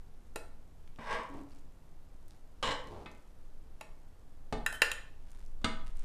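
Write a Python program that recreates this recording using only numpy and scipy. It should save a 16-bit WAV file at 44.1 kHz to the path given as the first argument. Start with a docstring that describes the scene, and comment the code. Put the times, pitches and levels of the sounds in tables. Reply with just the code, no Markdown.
"""Spoon, steel tube and frying pan

A steel spoon scoops moist filling from a frying pan and knocks it off into a hand-held steel tube. It clinks
and squeals on the tube's rim, knocks and scrapes in the pan, and the food crackles softly. Once the tube's base
knocks against the pan. Hard blows thump the table. A small hard kitchen rings after each, over a low rumble and
a faint hiss."""
import sys
import numpy as np
from scipy import signal
from scipy.fft import rfft, irfft
from scipy.io import wavfile

SR = 44100
rng = np.random.default_rng(int(sys.argv[2]) if len(sys.argv) > 2 else 0)


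def digitize_waveform(pressure):
    """Quantize a signal to 16-bit integers and store it at the path in sys.argv[1].

    Rows of a 2-D input are taken as channels; values are limited to [-1, 1].
    """
    field = np.atleast_2d(pressure).T
    bounded = np.clip(field, -1, 1)
    quanta = np.round(bounded * 32767).astype(np.int16)
    wavfile.write(sys.argv[1], SR, quanta)


N = 266364
T = np.arange(N) / SR
RING_T = T[:SR]

# Each row: start in seconds, level in dB, thud below 950 Hz in dB, brightness above 4200 Hz in dB,
# pitch favoured by the struck spot in Hz, its lift in dB, spoon ring relative to the vessel in dB.
RIM_CLINKS = [(.3595, -22.5, 8.5, 4, 604, 2.5, -6.5), (3.8108, -25.5, 2.5, -2, 885, 8, -10),
              (4.6630, -10, -15.5, -0.5, 1635, 15.5, -11.5), (4.7260, -29, 8, 4.5, 9300, 8, -15),
              (4.8188, 0.5, -9, -4.5, 1950, 7, -30.5), (4.8272, -18.5, -7, 1.5, 2760, 12, -19),
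              (4.9158, -17, -10.5, 4, 3040, 9.5, -20)]
# Each row: frequency in Hz, relative energy in dB, t60 in seconds.
TUBE_MODES = [(461.3, -7, 0.017), (621, -5.5, 0.052), (881, -11.5, 0.051), (1056, -8.5, 0.085),
              (1364, -7.5, 0.027), (1748, -13, 0.049), (1805, -2, 0.025), (1823, -15, 0.33),
              (1980, -16, .06), (2420, -11, 0.03), (2604, -6.5, 0.049), (2750, -3, 0.041),
              (3084, -18.5, 0.13), (3890, -8, 0.056), (4040, -23, 0.081), (5150, -19.5, 0.07),
              (4920, -17, 0.068), (6930, -12, 0.027), (6560, -30.5, 0.16), (7340, -28.5, 0.095),
              (9100, -23.5, 0.03)]
# Spectrum of the many short-lived overtones. Each row: frequency in Hz, relative density in dB.
TUBE_CRACK = [(100, -38), (250, -11), (500, 1.5), (1500, -2.5), (3000, -5.5), (5500, -13.5), (9500, -8.5),
              (14000, -18.5), (17000, -31.5)]


def tube_clinks():
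    """The spoon strikes the rim of the hand-damped steel tube; returns (rings, cracks)."""
    return undb(6.5) * blows(RIM_CLINKS, TUBE_MODES, TUBE_CRACK, crack_db=-3.5, crack_t60=0.02,
                             tick_db=-16.5, linger_db=-14.5, linger_t60=0.27)


# Columns as in RIM_CLINKS, TUBE_MODES and TUBE_CRACK, in that order.
PAN_KNOCKS = [(.9868, -26.5, 8, -17, 1880, 9, -30), (1.1270, -14.5, -6.5, -5, 1100, 8, -30),
              (1.186, -21, 1, -24, 1020, 20, -33), (1.5174, -47.5, -17, 8, 4760, 17, -10),
              (2.6272, -5.5, -6.5, -7.5, 3270, 6.2, -16), (3.0600, -17, -5.5, -16, 2430, 5.1, -11.5),
              (4.5258, -12, 6, -1, 809.3, 10, -23), (5.6160, -39.5, 10, 6, 1105, 3, -22.5),
              (5.6442, 1, -4.5, -2, 1210, 5.2, -27.5)]
PAN_MODES = [(157, -1.5, 0.37), (229.7, 6.5, 0.35), (291.5, -2, .2), (381, -4, 0.17), (440, -9, 0.54),
             (644, -0.5, 0.43), (790, -10, 0.39), (986, -4.5, 0.51), (1189, 1, 0.041), (1274, -2, 0.2),
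             (1515, -7, 0.33), (1820, -8, 0.31), (2080, -7, 0.2), (2190, -9, 0.32), (2525, -18, 0.45),
             (2625, -17.5, 0.1), (2960, -7, 0.18), (3357, -6, 0.2), (3650, -5.5, 0.07), (4080, -9, 0.22),
             (4640, -10.5, 0.12), (6920, -16.5, .12), (8100, -17.5, .14), (9200, -31, .1)]
PAN_CRACK = [(60, 16), (200, 11), (1200, 6), (3500, -0.5), (5500, -7.5), (9000, -10), (12000, -38),
             (16000, -38)]


def pan_knocks():
    """The spoon, or once the tube's base, knocks the frying pan, which rings lower and longer; returns (rings,
    cracks)."""
    return undb(0.5) * blows(PAN_KNOCKS, PAN_MODES, PAN_CRACK, crack_db=-1, crack_t60=0.051,
                             tick_db=-16, linger_db=-2, linger_t60=0.37)


# Each row: frequency in Hz, relative energy in dB, t60 in seconds.
SPOON_MODES = [(858, -0.5, 0.14), (1327, 0, 0.069), (2558, 6.5, 0.28), (3200, -8, 0.052), (3957, -6, 0.45),
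               (6925, -4.5, 0.21), (9940, -10.5, .15), (11100, -14, 0.15)]


def blows(hits, modes, crack_spectrum, crack_db, crack_t60, tick_db, linger_db, linger_t60):
    """Each blow rings both vessel and spoon and gives a short crack with a hard tick."""
    rings, cracks = np.zeros((2, N))
    for start, db, *touch, spoon_db in hits:
        vessel = chime(modes, linger_db, linger_t60)
        spoon = chime(SPOON_MODES, linger_db, linger_t60)
        crack = unit(colour(rng.standard_normal(SR), crack_spectrum) * fade(crack_t60))
        tick = unit(np.diff(colour(rng.standard_normal(SR + 1), crack_spectrum)) * fade(.011))
        add(rings, start, undb(db) * contact(unit(vessel + undb(spoon_db) * spoon), *touch))
        add(cracks, start, undb(db) * contact(undb(crack_db) * crack + undb(tick_db) * tick, *touch))
    return np.array([rings, cracks])


def chime(modes, linger_db, linger_t60):
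    """Struck metal is soon damped, but the walls keep its pitch a while longer."""
    t = RING_T[:SR // 2]
    knots_s = np.arange(0, .55, 1 / 55)
    linger = undb(linger_db) * unit(fade(linger_t60))[:len(t)]
    ring = np.zeros(SR)
    for k, (hz, db, t60) in enumerate(modes):
        phase = 2 * np.pi * hz * t
        direct = unit(fade(t60)[:len(t)]) * np.sin(phase)
        # Echoes from many walls waver in level and phase.
        waver, drift = rng.standard_normal((2, len(knots_s)))
        echo = np.interp(t, knots_s, undb(3 * waver)) * np.cos(phase + np.interp(t, knots_s, .9 * drift))
        ring[:len(t)] += (-1) ** k * undb(db + rng.standard_normal()) * (direct + linger * echo)
    return unit(ring)


def contact(x, thud_db, bright_db, spot_hz, spot_db):
    """The weight, hardness and spot of a blow filter its sound."""
    hz = bins(x)
    db = thud_db / (1 + (hz / 950) ** 4) + bright_db / (1 + (4200 / hz) ** 4)
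    db += spot_db * np.exp(-.5 * (np.log2(hz / spot_hz) / .16) ** 2)
    # Minimum phase: nothing sounds ahead of the blow.
    cepstrum = irfft(np.log(undb(db)), len(x))
    cepstrum[1:len(x) // 2] *= 2
    cepstrum[len(x) // 2 + 1:] = 0
    return irfft(rfft(x) * np.exp(rfft(cepstrum)), len(x))


def rim_slide():
    """The spoon squeals up in pitch as it slides on the rim; an overtone and hiss mark one catch."""
    start_s, end_s = 4.668, 4.811
    start_hz, rise_hz_per_s = 1508, 2900
    start_db, fade_db_per_s = -42, 160
    age = np.clip(T - start_s, 0, end_s - start_s)
    phase = 2 * np.pi * np.cumsum(start_hz + rise_hz_per_s * age) / SR
    grip = signal.sosfilt(signal.butter(2, 90, fs=SR, output="sos"), rng.standard_normal((2, N)))
    squeal = steady(grip[0] * np.sin(phase) + grip[1] * np.cos(phase))
    overtone = steady(resonate(rng.standard_normal(N), hz=3085, width_hz=25))
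    hiss = steady(resonate(rng.standard_normal(N), hz=9600, width_hz=4980))
    drag = (T > start_s) * (T < end_s) * undb(start_db - fade_db_per_s * age)
    catch = swell(peak_s=4.748, half_s=.014, db=-49)
    return drag * squeal + catch * (overtone + undb(-5.5) * hiss)


# Each row: first touch, full pressure and release in seconds, level in dB, easing in dB per second,
# relative level of the spoon's edge in dB.
SCRAPE_STROKES = [(0.99, 1.115, 1.144, -33, 175, -19.5), (2.627, 2.626, 2.714, -32.5, 400, -8)]
# Pan under the spoon, then the spoon's edge. Each row: frequency in Hz, width in Hz, gain in dB.
PRESSED_PAN_MODES = [(491, 57, -1), (673, 48, -3), (788, 120, -5), (928, 150, 2.5), (1031, 62, 5.5),
                     (1113, 35.5, 6.5), (1588, 60, -5), (1835, 49, -1.5), (2000, 160, -12.5),
                     (2164, 146, -4.5)]
SPOON_EDGE_MODES = [(2896, 92, 3), (3040, 103, 5), (3740, 210, -2), (4130, 120, -1.5), (5200, 590, -14),
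                    (7280, 800, -11.5)]
# Each row: frequency in Hz, relative density in dB.
GRIT_SPECTRUM = [(80, -3), (300, -9), (1000, 5), (2000, 16), (4000, -11), (6000, -4), (9000, -11.5),
                 (12000, -17.5), (16000, -59)]


def scraping():
    """The spoon's edge sticks and slips over the pan floor."""
    out = np.zeros(N)
    grease = signal.butter(2, 8500, fs=SR, output="sos")  # rounds every slip
    for *stroke, edge_db in SCRAPE_STROKES:
        push = pressure(*stroke)
        slips = signal.sosfilt(grease, clicks(per_s=1600, spread_db=1.0) * push)
        pan = steady(resonate_modes(slips, PRESSED_PAN_MODES))
        edge = steady(resonate_modes(slips, SPOON_EDGE_MODES))
        grit = steady(colour(slips, GRIT_SPECTRUM))
        out += np.std(push) * (undb(-3.5) * pan + undb(edge_db) * edge + undb(-11.5) * grit)
    return out


def pressure(touch_s, full_s, release_s, db, ease_db_per_s):
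    """Gain of one stroke: the spoon touches, leans in, holds and eases off."""
    touch_db = -15
    lean = np.clip((T - touch_s) / max(full_s - touch_s, 1 / SR), 0, 1) ** 1.37
    eased_db = ease_db_per_s * np.maximum(T - release_s, 0)
    return (T >= touch_s) * undb(db + touch_db * (1 - lean) - eased_db)


# Each row: start in seconds, level in dB.
TABLE_THUMPS = [(2.628, -6), (4.526, 0), (5.644, -17)]
# Each row: frequency in Hz, relative energy in dB, t60 in seconds.
TABLE_MODES = [(34.5, -4, 0.55), (112.5, -15.5, .4), (440, -10.5, 0.25)]


def table_thumps():
    """Hard blows on the pan thump the wooden table under it."""
    out = np.zeros(N)
    thump = sum(undb(db) * unit(np.sin(2 * np.pi * hz * RING_T) * fade(t60))
                for hz, db, t60 in TABLE_MODES)
    for start, db in TABLE_THUMPS:
        add(out, start, undb(db) * thump)
    return out


# Each row: peak and half length in seconds, level in dB, hollow's pitch in Hz, its relative level in dB.
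FOOD_HEAPS = [(1.115, 0.037, -50.5, 488, -5), (1.367, 0.042, -46.5, 282, 1.5), (2.691, 0.02, -42, 515, -15),
              (2.96, 0.077, -50.5, 433, -14)]
# Each row: frequency in Hz, relative density in dB.
RUB_SPECTRUM = [(60, -3), (150, -8.5), (290, -9), (480, -12), (1000, -14), (1500, -28.5), (4000, -35.5),
                (16000, -56)]


def food_rubbing():
    """Shoved heaps of soft food rub dully along the pan and sound the hollow under the spoon."""
    out = np.zeros(N)
    for peak_s, half_s, db, hollow_hz, hollow_db in FOOD_HEAPS:
        crumbs = steady(colour(clicks(per_s=1200, spread_db=1.5), RUB_SPECTRUM))
        hollow = steady(resonate(crumbs, hollow_hz, width_hz=21))
        out += swell(peak_s, half_s, db) * steady(crumbs + undb(hollow_db) * hollow)
    return out


# Each row: start in seconds, level in dB, pitch in Hz.
STICKY_POPS = [(.8766, -40, 2580), (0.9609, -40.5, 3230), (1.3, -46, 6500), (2.282, -41, 8900),
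               (2.3081, -38.5, 4080), (2.873, -38.5, 5900), (3.1155, -41, 6000), (5.317, -39, 8800),
               (5.4628, -42, 6160)]
# Each row: peak and half length in seconds, level in dB.
FOOD_SQUISHES = [(1.255, 0.15, -75.5), (1.547, .03, -76), (2.317, 0.033, -81), (3.0, 0.14, -77.5),
                 (5.343, .075, -73), (5.872, 0.011, -61), (6.01, 0.058, -69.5)]
# Each row: frequency in Hz, relative density in dB.
CRACKLE_SPECTRUM = [(200, -6), (1000, 10), (3000, 5.5), (7000, -1), (10000, -1), (15000, -24.5)]


def food_crackle():
    """Sticky food pops as it leaves the spoon; moist grains crackle as they shift and part."""
    pops = np.zeros(N)
    for start, db, hz in STICKY_POPS:
        burst = rng.standard_normal(SR) * fade(.004)
        add(pops, start, undb(db) * unit(resonate(burst, hz, hz / 2)))
    stirring = undb(-84) + sum(swell(*squish) for squish in FOOD_SQUISHES)
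    crackle = steady(colour(clicks(per_s=130, spread_db=1.5), CRACKLE_SPECTRUM))
    small_pops = steady(resonate(clicks(per_s=22, spread_db=0), hz=7200, width_hz=3600))
    return pops + stirring * (crackle + undb(-6) * small_pops)


# Each row: band centre in Hz, t60 in seconds, level in dB.
REVERB_BANDS = [(125, 0.94, -7.5), (500, 0.52, -1), (1520, 0.45, -2), (3940, 0.44, -6.5), (8000, 0.32, -5),
                (14000, .28, -15)]


def kitchen(x):
    """A diffuse tail builds up after the first wall and dies sooner in the treble."""
    centres_hz, t60s, levels_db = np.transpose(REVERB_BANDS)
    noise = rfft(rng.standard_normal(SR))
    build_up = np.clip((RING_T - .003) / 0.0067, 0, 1)
    tail = np.zeros(SR)
    for selector, t60, db in zip(np.eye(len(centres_hz)), t60s, levels_db):
        band_gain = np.interp(np.log(bins(RING_T)), np.log(centres_hz), selector)
        tail += undb(db) * irfft(noise * band_gain, SR) * unit(fade(t60) * build_up)
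    return signal.fftconvolve(x, tail)[:N]


# Each row: frequency in Hz, relative density in dB.
AIR_SPECTRUM = [(7.1, -11), (12, 8.5), (26, -11.5), (64, -17.5), (127, -27.5), (156, -26), (176, -31),
                (252, -31.5), (339, -34.5), (830, -40.5), (2500, -54.5), (2740, -53.5), (2990, -55),
                (13700, -61.5), (15000, -69.5)]


def background():
    """An even hiss over a deep rumble that grows near the end."""
    hiss_db = -67
    air = cut_treble(colour(rng.standard_normal(N), AIR_SPECTRUM), hz=14300)
    hiss = signal.sosfiltfilt(signal.butter(4, 200, "high", fs=SR, output="sos"), air)
    rumble = signal.sosfiltfilt(signal.butter(2, 45, fs=SR, output="sos"), air)
    return (air + swell(peak_s=6.24, half_s=0.65, db=10.5) * rumble) * undb(hiss_db) / np.std(hiss)


def undb(db):
    """Decibels to gain."""
    return 10 ** (np.asarray(db) / 20)


def unit(x):
    """Scale to an energy of one."""
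    return x / np.sqrt(np.sum(x ** 2))


def steady(x):
    """Scale to an rms of one."""
    return x / np.std(x)


def add(out, start_s, x):
    """Mix x into out."""
    i = int(start_s * SR)
    out[i:i + len(x)] += x[:len(out) - i]


def fade(t60):
    """One second of exponential decay, 60 dB down at t60 seconds."""
    return np.exp(-np.log(1000) * RING_T / t60)


def swell(peak_s, half_s, db):
    """Bell-shaped gain over time."""
    return undb(db) * np.exp(-.5 * ((T - peak_s) / half_s) ** 2)


def clicks(per_s, spread_db):
    """Random tiny impacts of either sign."""
    size = undb(spread_db * np.minimum(rng.exponential(size=N), 4))
    return (rng.random(N) < per_s / SR) * size * rng.choice([-1, 1], N)


def bins(x):
    """Spectrum frequencies of x in Hz, at least 1."""
    return np.maximum(np.fft.rfftfreq(len(x), 1 / SR), 1)


def colour(x, points):
    """Shape x by (Hz, dB) points joined on a log-frequency axis."""
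    hz, db = np.transpose(points)
    return irfft(rfft(x) * undb(np.interp(np.log(bins(x)), np.log(hz), db)), len(x))


def resonate(x, hz, width_hz):
    """Two-pole resonance, gain one at its centre."""
    return signal.lfilter(*signal.iirpeak(hz, hz / width_hz, fs=SR), x)


def resonate_modes(x, modes):
    """Parallel resonances of alternating sign."""
    return sum((-1) ** k * undb(db) * resonate(x, hz, width) for k, (hz, width, db) in enumerate(modes))


def cut_treble(x, hz):
    """Steep low-pass."""
    return signal.sosfilt(signal.ellip(8, .2, 70, hz, fs=SR, output="sos"), x)


def scene():
    """Clinks, knocks, scrapes and food in the kitchen, in mono."""
    rings, cracks = tube_clinks() + pan_knocks()
    noises = cracks + rim_slide() + scraping() + food_rubbing() + table_thumps() + food_crackle()
    reverb = kitchen(noises + undb(-7) * rings)
    return (rings + noises + reverb + background())[None]


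def record(dry):
    """The treble ends at 15 kHz."""
    return cut_treble(dry, hz=15000)


dry = scene()
out = record(dry)
digitize_waveform(out)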